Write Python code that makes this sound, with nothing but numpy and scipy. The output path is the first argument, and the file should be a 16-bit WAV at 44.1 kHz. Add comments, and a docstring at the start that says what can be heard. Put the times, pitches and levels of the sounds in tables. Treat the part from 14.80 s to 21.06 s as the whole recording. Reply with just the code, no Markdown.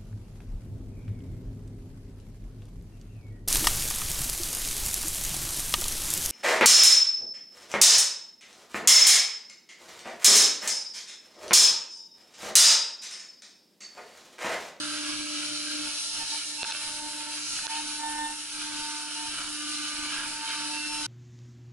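"""A three-flute cutter mills aluminium at about 18000 rpm: spindle and teeth whine on multiples of one turning rate.
Place: inside a sheet-metal machine enclosure, where random chip hits ring the panels and covers.
Shaped noise makes the hiss of the cut and an air blast; a rough buzz and a pump drone lie underneath.
Microphone: two ports. A few large chips ring short modes close by, and a limiter ducks everything around
peaks."""
import sys
import numpy as np
from scipy import signal
from scipy.fft import rfft, irfft
from scipy.io import wavfile
from scipy.ndimage import map_coordinates

SR = 44100
rng = np.random.default_rng(int(sys.argv[2]) if len(sys.argv) > 2 else 0)


def ratio_of_db(decibels):
    """Turn decibels (scalar or array-like) into linear amplitude factors; 0 dB maps to 1."""
    return 10 ** (np.asarray(decibels, float) / 20)


def to_wav(sig):
    """Store sig (one row per channel, or 1-D mono) as 16-bit WAV at the path in sys.argv[1].

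    Samples outside -1..1 are clipped; the rate is SR.
    """
    pcm = np.clip(np.atleast_2d(sig), -1, 1) * 32767
    pcm = np.round(pcm).astype(np.int16)
    wavfile.write(sys.argv[1], SR, pcm.T)  # frames by channels


N = 276280

# All levels below are those ahead of the limiter.
# axis drives jolt the frame: start_s, hold_s, level_db (rms)
AXIS_JOLTS = [(0, .1, -69), (.3, .1, -64), (1.0, 0.092, -61.5), (1.36, .08, -59.5), (2.05, 0.23, -64),
              (2.69, 0.14, -62), (3.0, 0.16, -66), (3.27, 0.26, -63), (3.76, .08, -64.5),
              (3.95, 0.074, -61.5), (4.47, 0.24, -61.5), (5.16, .08, -61), (5.39, .16, -60),
              (6.11, 0.14, -62)]
JOLT_RISE_DB_PER_S, JOLT_FALL_DB_PER_S, FRAME_IDLE_DB = 250, 204, -75
# harmonics of the drive buzz, from the first up: relative level_db
DRIVE_HARMONICS_DB = [6.5, 3.5, -4, -14]
DRIVE_HZ, PUMP_HZ = 25.3, 135.7
# noise in the shaken frame: pitch_hz, relative level_db (per Hz)
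FRAME_COLOUR = [(15, 1), (30, -7.5), (100, -10), (170, -7), (300, -7.5), (440, -18), (600, -12.5)]
# drone of a pump: time_s, level_db (rms)
PUMP_LEVEL = [(0, -68), (.45, -68), (.6, -68.5), (.9, -66.5), (1.1, -87), (2.2, -75), (3.3, -76),
              (4.4, -73), (5.0, -69), (5.25, -71.5), (5.45, -71), (6.26, -68.5)]

# hiss: time_s, cut_db, air_blast_db (each rms within its main band)
HISS_LEVEL = [(0, -38, -42), (1.0, -38.5, -42.5), (1.25, -36.5, -38.5), (1.4, -38.5, -41.5),
              (1.55, -37.5, -41.5), (1.63, -40, -42.5), (1.85, -37.5, -40.5), (2.05, -42, -42),
              (2.45, -40, -41), (2.62, -41.5, -42.5), (2.75, -39.5, -40.5), (3.0, -40, -41.5),
              (3.2, -42.5, -40.5), (3.62, -45, -41.5), (3.9, -41, -42.5), (4.15, -39.5, -42),
              (4.24, -42, -42), (4.35, -40, -42.5), (4.8, -40, -41), (5.35, -38, -42.5), (5.49, -39, -41.5),
              (5.72, -37, -42), (6.0, -39.5, -42), (6.26, -39, -42.5)]
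# brightness of the cut: time_s, lift_db (above SHEEN_HZ)
CUT_SHEEN = [(0, -5.5), (1, -1), (1.7, -1.5), (2.5, -5), (2.65, 6), (2.85, 3), (3, -0.5), (3.6, 0.5),
             (4.3, -5), (5, -2), (5.7, -9), (6.26, -1.5)]
SHEEN_HZ = 5430
# spectra of the cut and the air blast: pitch_hz, relative level_db (per Hz)
SHEAR_COLOUR = [(1500, -25.5), (3200, -11.5), (3600, -5.5), (4100, -0.5), (4500, -3.5), (5200, -1.5),
                (6000, -3), (6800, -6), (8000, -12), (12000, -32)]
BLAST_COLOUR = [(1500, -24.5), (5000, -48), (7000, -6), (8000, -4.5), (9500, -0.5), (10500, -1.5),
                (12000, -8)]

# chip stream: time_s, large_panels_db, table_and_covers_db (each rms within its main band)
CHIP_LEVEL = [(0, -44.5, -44), (.3, -45, -41.5), (.45, -50.5, -44), (1.1, -50.5, -44.5), (1.3, -56, -47),
              (1.4, -51, -43), (1.6, -52.5, -45.5), (1.7, -59.5, -51.5), (1.9, -49, -44),
              (2.2, -57.5, -49.5), (2.58, -49.5, -43.5), (2.7, -54.5, -48.5), (2.8, -49, -45),
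              (2.9, -50, -45), (3.0, -50, -45), (3.3, -54, -49), (3.65, -56.5, -47.5), (3.9, -49.5, -44.5),
              (4.2, -51, -47), (4.5, -50.5, -45), (4.6, -43.5, -42.5), (4.7, -50.5, -48.5),
              (4.85, -50.5, -44), (5.2, -51, -45), (5.3, -44, -41.5), (5.42, -41, -40.5),
              (5.5, -50.5, -45.5), (5.65, -47, -44), (5.71, -41, -39), (5.82, -45, -42.5),
              (5.9, -50.5, -45.5), (6.26, -51, -45.5)]
# what the chips ring, each mode filtered twice: pitch_hz, width_hz (of one pass), relative level_db
LARGE_PANEL_MODES = [(260, 184, -6), (750, 140, -8), (1044, 420, -20), (1299, 11, 8), (1372, 29, 4.5),
                     (1373, 495, 7), (1575, 33, 9.5), (1620, 63, 3)]
TABLE_COVER_MODES = [(2340, 88, 1.5), (2560, 510, 2.5), (2875, 503, 5), (3110, 65, -1)]

# scattered sound at the two ports: pitch_hz, likeness (0-1), left_lead_rad, left_minus_right_db
PORT_FIELD = [(30, .94, 0, .2), (70, .85, -.1, .4), (130, .7, -.4, .5), (300, .6, -1.1, 0),
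              (600, .75, -.7, 0), (1000, .85, -1, -2.5), (1700, .85, -.6, -2), (2000, .3, -.7, -2),
              (2500, .72, -.3, -2), (3200, .62, -.4, -1.8), (3500, .2, -2, -1), (4300, .3, -3.2, 1),
              (5200, .25, -4.6, -1.5), (6200, .4, -4.8, 1), (7100, .58, -5.6, -1.5), (8000, .68, -6, -.3),
              (9600, .77, -6.1, 0), (11500, .55, -6, 0)]

# large chips near the microphone: start_s, strike_db, brightest_hz, left_minus_right_db, thud_db
CLOSE_STRIKES = [(1.8298, -5.5, 3360, -2, -18.5), (1.842, -14, 3480, -14, -33),
                 (1.8475, -14, 2480, -1, -38), (1.85, -38, 1550, -5, -40), (1.8802, -38, 4000, -6, -51),
                 (1.911, -14, 4100, 8, -45), (1.9195, -17, 3300, 0, -41), (1.9226, -12, 4200, -2, -36),
                 (1.9283, -29, 3480, 0, -42), (1.946, -29, 2720, -4, -55), (1.9488, -25, 2700, -8, -40),
                 (2.789, -31.5, 1550, -7, -45), (2.8675, -8.5, 4230, -9, -27), (2.8754, -28, 6500, 5, -42),
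                 (2.878, -24, 1550, -6, -39)]
# modes of the thud and of the bright ring: pitch_hz, relative level_db, t60_s
THUD_RINGS = [(89.5, -14, 0.01), (298, 6.5, 0.0096), (680, 5, 0.0061)]
BRIGHT_RINGS = [(1550, 3, 0.012), (2700, -2, 0.01), (3530, -10, 0.0074), (4200, 0, 0.0037),
                (5500, -1, 0.0033), (6400, 0, 0.0035)]

TURNS_PER_S = 299.9
# once-per-turn tone of the unbalanced tool, wavering as the head travels: time_s, level_db (rms)
UNBALANCE_LEVEL = [(0, -42), (.6, -43.5), (.8, -45.5), (.95, -42.5), (1.09, -46), (1.2, -62), (1.37, -56.5),
                   (1.42, -53), (1.58, -55), (1.7, -53), (2.1, -57.5), (2.27, -46.5), (2.55, -51.5),
                   (2.75, -52.5), (2.93, -54.5), (3.03, -46.5), (3.21, -50.5), (3.43, -43), (3.55, -52),
                   (3.72, -57), (3.8, -46), (4.25, -51), (4.45, -49), (4.75, -48), (4.92, -46), (5.3, -46),
                   (5.6, -51), (5.75, -54), (5.86, -43.5), (6.26, -47)]
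# brief drops of the once-per-turn tone: centre_s, depth_db
UNBALANCE_DROPS = [(1.475, 23), (1.635, 17), (1.87, 15), (2.315, 12), (2.44, 5), (2.69, 12), (2.8, 17),
                   (4.58, 13), (4.64, 6), (5.11, 4), (5.655, 14)]
DROP_S = 0.021   # from the centre to 1/e of the depth
# run-out of the tool: time_s, order_2_db, order_4_db, order_5_db (rms)
RUN_OUT_LEVEL = [(0, -54, -72, -56), (.3, -57, -80, -71), (1.0, -58, -78, -75), (1.25, -64, -77, -70),
                 (1.75, -63.5, -75, -68), (1.875, -67, -75, -64), (1.895, -61, -75, -40.5),
                 (1.95, -61, -74, -55), (2.5, -59, -72, -56.5), (2.65, -69, -74, -65),
                 (3.0, -66.5, -74, -55.5), (3.4, -64, -60, -49), (3.7, -74.5, -74, -66),
                 (3.9, -66.5, -61, -53), (4.125, -70, -53.5, -47.5), (4.3, -66.5, -66, -61),
                 (4.6, -68, -61, -69), (4.8, -68.5, -52, -53), (5.25, -65.5, -49, -46.5),
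                 (5.55, -65, -64, -59), (5.75, -67, -49, -48), (5.9, -61, -61, -58),
                 (6.05, -68, -60, -49.5), (6.18, -63, -62, -58), (6.26, -65, -67, -43)]
# tooth tone, three per turn, between the bites: time_s, level_db (rms)
TOOTH_LEVEL = [(0, -63), (1.0, -63.5), (1.2, -59), (1.5, -53.5), (1.63, -65), (1.75, -56), (1.98, -59),
               (2.12, -49), (2.5, -53), (2.63, -63), (2.8, -57), (3.1, -49.5), (3.55, -50), (3.7, -60),
               (3.85, -52), (4.08, -43.5), (4.27, -49), (4.31, -56), (4.55, -58), (4.62, -55),
               (4.76, -62.5), (5.5, -49.5), (5.94, -43), (6.04, -55), (6.26, -46)]
# the cutter bites deeper: start_s, hold_s, tooth_db, tooth_octave_db (rms)
DEEP_BITES = [(1.06, .04, -52.5, -66), (1.3, .065, -52.5, -66), (1.405, 0.024, -43.5, -51),
              (1.525, 0.035, -44, -54), (1.79, 0.055, -45.5, -63), (1.845, 0.018, -39, -60),
              (1.89, .022, -42, -51), (2.015, 0.075, -46, -52), (2.2, 0.092, -46, -60),
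              (2.38, 0.038, -45, -65), (2.47, 0.076, -48, -57), (2.853, 0.011, -37, -48),
              (2.9, 0.1, -38.5, -51.5), (3.2, 0.2, -39.5, -47), (3.235, 0.066, -36, -46),
              (3.39, 0.083, -35, -42.5), (3.475, .03, -37.5, -46), (3.51, .02, -44.5, -51),
              (4.36, .125, -45, -56), (5.59, 0.15, -44.5, -54), (6.03, 0.043, -58, -50),
              (6.1, 0.12, -42.5, -59)]
BITE_RISE_DB_PER_S, BITE_FALL_DB_PER_S, OCTAVE_IDLE_DB = 800, 600, -67
# the tool shank squeals on high tooth overtones: start_s, hold_s, order_9_db, order_18_db (rms)
SHANK_SQUEALS = [(1.785, .02, -44, -48), (1.808, 0.018, -39, -50), (1.94, 0.041, -44, -51),
                 (4.01, 0.31, -55, -49.5), (4.5, .06, -49, -60), (5.3, 0.088, -48, -48),
                 (5.69, .16, -48, -50.5), (5.935, 0.14, -39, -56), (6.08, 0.12, -42.5, -44)]
SQUEAL_RISE_DB_PER_S, SQUEAL_FALL_DB_PER_S = 800, 400
# middle of the flickering idle level of orders 9 and 18: level_db (rms)
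SQUEAL_FLOOR_DB = [-60.5, -61]
IDLE_FLICKER_DB = 5.5
# where each order seems to come from: order, left_lead_rad, left_minus_right_db
ORDER_IMAGE = [(1, -1.3, 0), (2, -.55, -.3), (3, -1.05, -3), (4, -.26, -2.3), (5, -.72, -3.7),
               (6, -.75, -.2), (9, -.14, -1.2), (18, .9, -1.2)]
# faint orders that swell with a stronger one: order, leading_order, left_lead_rad
FOLLOWERS = [(7, 5, -1.2), (8, 4, -.5), (10, 4, -.2), (12, 3, 2.2), (20, 5, 1.6)]
# one row per follower: level_db (relative to the leading order)
FOLLOWER_DB = [-9, -9, -5, -23, -9]
# rough skirt below the tooth tone; the width is that of one of its two passes
SKIRT_HZ, SKIRT_WIDTH_HZ, SKIRT_DB = 790, 200, -15.5

CEILING_DB, FIRMNESS, RELEASE_DB_PER_S = -20, 0.87, 398   # firmness: share of the excess taken off
LOOK_AHEAD_S, ATTACK_S = 0.0029, 0.0018
CUTOFF_HZ = 11025


def in_time(rows):
    """The columns of a time table, one value per sample."""
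    s, *columns = np.transpose(rows)
    return [np.interp(np.arange(N) / SR, s, column) for column in columns]


def over_hz(points):
    """The columns of a spectrum table on the bins of an N-point transform, on a log pitch axis."""
    hz, *columns = np.transpose(points)
    bins_hz = np.arange(N // 2 + 1) * SR / N
    return [np.interp(np.log(bins_hz + 1), np.log(hz), column) for column in columns]


def unit_in(x, low_hz, high_hz):
    """Scale so that the band low-high has rms 1."""
    band = rfft(x)[..., int(low_hz * N / SR):int(high_hz * N / SR)]
    return x * N / np.sqrt(2 * np.mean(np.sum(np.abs(band) ** 2, axis=-1)))


def drift(rate_hz):
    """Slow chance with spread 1: noise through two equal poles, drawn every 40 samples."""
    r = np.exp(-80 * np.pi * rate_hz / SR)
    noise = rng.standard_normal(N // 40 + 2002)
    slow = signal.lfilter([1], [1, -2 * r, r * r], noise)[2000:]
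    return np.interp(np.arange(N) / 40, np.arange(len(slow)), slow / slow.std())


def swells(rows, rise_db_per_s, fall_db_per_s):
    """Each row rises, holds and falls at steady rates; the loudest wins. One dB track per level column."""
    s, hold_s, *columns = np.transpose(rows)[:, :, None]
    t = np.arange(0, N + 40, 40) / SR
    before_db = rise_db_per_s * (s - t)
    after_db = fall_db_per_s * (t - s - hold_s)
    below_db = np.maximum(np.maximum(before_db, after_db), 0)
    return [np.interp(np.arange(N) / SR, t, (column - below_db).max(axis=0)) for column in columns]


def coloured(colour):
    """Three unrelated noises of one colour: one common to both ports, one for each port alone."""
    return irfft(rfft(rng.standard_normal((3, N))) * ratio_of_db(over_hz(colour)[0]), N)


def resonance(x, hz, width_hz):
    """Two-pole band-pass with gain 1 on top."""
    r = np.exp(-np.pi * width_hz / SR)
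    poles = [1, -2 * r * np.cos(2 * np.pi * hz / SR), r * r]
    return signal.lfilter([(1 - r * r) / 2, 0, (r * r - 1) / 2], poles, x)


def twice_resonant(x, hz, width_hz):
    """The same resonance in two passes, for steeper skirts."""
    return resonance(resonance(x, hz, width_hz), hz, width_hz)


def rumble():
    """Axis moves shake the frame with a rough low buzz, harmonics plus noise; a pump drones on one pitch."""
    jolts_db, = swells(AXIS_JOLTS, JOLT_RISE_DB_PER_S, JOLT_FALL_DB_PER_S)
    frame_db = np.maximum(jolts_db, FRAME_IDLE_DB)
    pump_db, = in_time(PUMP_LEVEL)
    angle = 2 * np.pi * np.cumsum(DRIVE_HZ * (1 + 0.032 * drift(4.1))) / SR
    buzz = sum(ratio_of_db(db + 1.5 * drift(5)) * np.sin(harmonic * angle)
               for harmonic, db in enumerate(DRIVE_HARMONICS_DB, 1))
    frame = unit_in(buzz, 22, 115) + ratio_of_db(-2.0) * unit_in(coloured(FRAME_COLOUR), 22, 115)
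    pump_phase = 2 * np.pi * PUMP_HZ * np.arange(N) / SR + 1.5 * drift(5)
    drone = np.sqrt(2) * np.sin(pump_phase)
    return ratio_of_db(frame_db) * unit_in(frame, 14.4, 137) + ratio_of_db(pump_db + 2.6 * drift(2.9)) * drone


def hiss():
    """Shearing metal and an air blast are shaped noise; the cut flutters more and its top end varies."""
    cut_db, air_db = in_time(HISS_LEVEL)
    sheen_db, = in_time(CUT_SHEEN)
    shear = unit_in(coloured(SHEAR_COLOUR), 3700, 6800)
    high_pass = signal.butter(2, SHEEN_HZ, "high", fs=SR, output="sos")
    top = signal.sosfiltfilt(high_pass, shear)
    cut = ratio_of_db(cut_db + 0.53 * drift(9.2)) * (shear + (ratio_of_db(sheen_db) - 1) * top)
    air = unit_in(coloured(BLAST_COLOUR), 7000, 11000)
    return cut + ratio_of_db(air_db + 0.39 * drift(22)) * air


def chips(per_s=5000.0, spread_db=2.5):
    """Chips land at random, in gusts, and ring the modes of panels and covers."""
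    panel_db, cover_db = in_time(CHIP_LEVEL)
    size_db = spread_db * np.minimum(rng.exponential(1, (3, N)), 5)
    sizes = ratio_of_db(size_db) * rng.choice([-1, 1], (3, N))
    landed = rng.random((3, N)) < per_s / SR
    hits = sizes * landed * ratio_of_db(0.93 * drift(24.0))
    # two passes leave dark valleys between the groups of modes
    panel = sum(ratio_of_db(db) * twice_resonant(hits, hz, width) for hz, width, db in LARGE_PANEL_MODES)
    cover = sum(ratio_of_db(db) * twice_resonant(hits, hz, width) for hz, width, db in TABLE_COVER_MODES)
    return ratio_of_db(panel_db) * unit_in(panel, 1230, 1470) + ratio_of_db(cover_db) * unit_in(cover, 2750, 3400)


def standing_waves(x, depth_db=3.5, hold_s=.15, spacing_hz=45.32):
    """The closed cabin lifts and dips narrow bands; the pattern shifts as the head travels."""
    hz, s, cells = signal.stft(x, SR, nperseg=2048)
    pattern = rng.standard_normal((1200, 150))
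    places = np.meshgrid(hz / spacing_hz, s / hold_s, indexing="ij")
    gain_db = depth_db * map_coordinates(pattern, places, order=1, mode="wrap")
    offset_db = np.log(10) / 30 * depth_db ** 2   # makes up for the power the lifts add
    return signal.istft(cells * ratio_of_db(gain_db - offset_db), SR, nperseg=2048)[1][:, :N]


def at_ports(three):
    """The common part reaches both ports with a phase step, the rest is each port's own; their mean holds level."""
    alike, lead, pan_db = over_hz(PORT_FIELD)
    alike = np.clip(alike, 0, 1)
    sign = np.array([[1], [-1]])
    spectra = rfft(three)
    common = np.sqrt(alike) * np.exp(.5j * sign * lead) * spectra[0]
    own = np.sqrt(1 - alike) * spectra[1:]
    mean_gain = np.sqrt((1 + alike * np.cos(lead)) / 2)
    return irfft((common + own) * ratio_of_db(sign * pan_db / 2) / mean_gain, N)


def ring(at_s, level_db, pan_db, hz, t60, contact_s):
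    """One mode swells while each contact lasts, then dies away."""
    clicks = np.zeros((2, N)) + 1e-18
    clicks[:, np.round(at_s * SR).astype(int)] = ratio_of_db(level_db + np.outer([.5, -.5], pan_db))
    r, w = ratio_of_db(-60 / (t60 * SR)), 2 * np.pi * hz / SR
    contact = np.hanning(int(contact_s * SR) + 3)
    swell = 2 * contact / contact.sum() * np.cos(w * np.arange(len(contact)))
    return signal.lfilter(np.sin(w) * swell, [1, -2 * r * np.cos(w), r * r], clicks)


def strikes(focus_octaves=0.6, contact_s=0.00129):
    """Each close blow rings the same modes, most of all those near its brightest pitch; heavy ones thud."""
    s, strike_db, bright_hz, pan_db, thud_db = np.transpose(CLOSE_STRIKES)
    luck_db = rng.normal(0, 1.5, (len(s), len(BRIGHT_RINGS)))
    out = sum(ring(s, thud_db + level_db, pan_db, hz, t60, contact_s) for hz, level_db, t60 in THUD_RINGS)
    for k, (hz, level_db, t60) in enumerate(BRIGHT_RINGS):
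        near_db = np.maximum(-6 * (np.log2(hz / bright_hz) / focus_octaves) ** 2, -18)
        mode_db = strike_db + level_db + near_db + luck_db[:, k]
        out += (-1) ** k * ring(s, mode_db, pan_db, hz, t60, contact_s)
    return out


def order_levels():
    """Level tracks of the main orders: bites and squeals stand out of the running tones."""
    bite_db, octave_db = swells(DEEP_BITES, BITE_RISE_DB_PER_S, BITE_FALL_DB_PER_S)
    squeals_db = swells(SHANK_SQUEALS, SQUEAL_RISE_DB_PER_S, SQUEAL_FALL_DB_PER_S)
    idles_db = [OCTAVE_IDLE_DB] + list(SQUEAL_FLOOR_DB)
    high = [np.maximum(db, idle_db + IDLE_FLICKER_DB * drift(7.9))
            for db, idle_db in zip([octave_db] + squeals_db, idles_db)]
    s, depth_db = np.transpose(UNBALANCE_DROPS)[:, :, None]
    lost_db = (depth_db * np.exp(-((np.arange(N) / SR - s) / DROP_S) ** 2)).sum(axis=0)
    turn_db = in_time(UNBALANCE_LEVEL)[0] - lost_db
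    tooth_db = np.maximum(bite_db, in_time(TOOTH_LEVEL)[0])
    tracks = [turn_db, tooth_db] + in_time(RUN_OUT_LEVEL) + high
    return dict(zip((1, 3, 2, 4, 5, 6, 9, 18), tracks))


def tone(turns, order, level_db, lead, pan_db, rough_db, wobble):
    """One multiple of the turning rate; the cutting load shakes its level and phase."""
    phase = order * turns + wobble * drift(20) + rng.uniform(0, 2 * np.pi)
    sign = np.array([[1], [-1]])
    pair = ratio_of_db(sign * pan_db / 2) * np.exp(.5j * lead * sign)
    wave = np.real(pair / np.abs(pair.mean()) * np.exp(1j * phase))   # level holds for the mean of both ports
    return np.sqrt(2) * ratio_of_db(level_db + rough_db * drift(21.0)) * wave


def whine():
    """Spindle and tooth orders locked to one shaft angle; hard biting adds a rough skirt below the tooth tone."""
    turns = 2 * np.pi * TURNS_PER_S * np.arange(N) / SR
    levels = order_levels()
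    tones = sum(tone(turns, order, levels[order], lead, pan_db, rough_db=1.7, wobble=0.19)
                for order, lead, pan_db in ORDER_IMAGE)
    for (order, leader, lead), below_db in zip(FOLLOWERS, FOLLOWER_DB):
        tones += tone(turns, order, levels[leader] + below_db, lead, 0, rough_db=4.0, wobble=0.17)
    skirt = twice_resonant(rng.standard_normal((3, N)), SKIRT_HZ, SKIRT_WIDTH_HZ)
    return tones, ratio_of_db(levels[3] + SKIRT_DB) * skirt / skirt.std()


def scene():
    """All sources at the two ports; chips and hiss gust together."""
    tones, skirt = whine()
    spray = ratio_of_db(0.78 * drift(6.4)) * (chips() + hiss())
    scattered = at_ports(standing_waves(skirt + spray) + rumble())
    return tones + scattered + strikes()


def roll_off(x):
    """The treble ends steeply here."""
    return signal.sosfilt(signal.butter(12, 12020, fs=SR, output="sos"), x)


def record(dry):
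    """A look-ahead limiter ducks both ports alike around peaks, then the treble is cut."""
    peak_db = 20 * np.log10(np.abs(dry).max(axis=0) + 1e-9)
    over_db = np.maximum(peak_db - CEILING_DB, 0)
    ramp = RELEASE_DB_PER_S * np.arange(N) / SR
    held_db = np.maximum.accumulate(over_db + ramp) - ramp   # falls back at a steady rate
    ahead = int(LOOK_AHEAD_S * SR)
    early_db = np.concatenate([held_db[ahead:], np.zeros(ahead)])
    r = np.exp(-1 / (ATTACK_S * SR))
    duck_db = signal.lfilter([1 - r], [1, -r], early_db)
    limited = dry * ratio_of_db(-FIRMNESS * duck_db)
    narrow = irfft(rfft(limited)[:, :CUTOFF_HZ * N // SR], N)   # nothing passes above the cut-off
    return roll_off(narrow)


dry = scene()
out = record(dry)
to_wav(out)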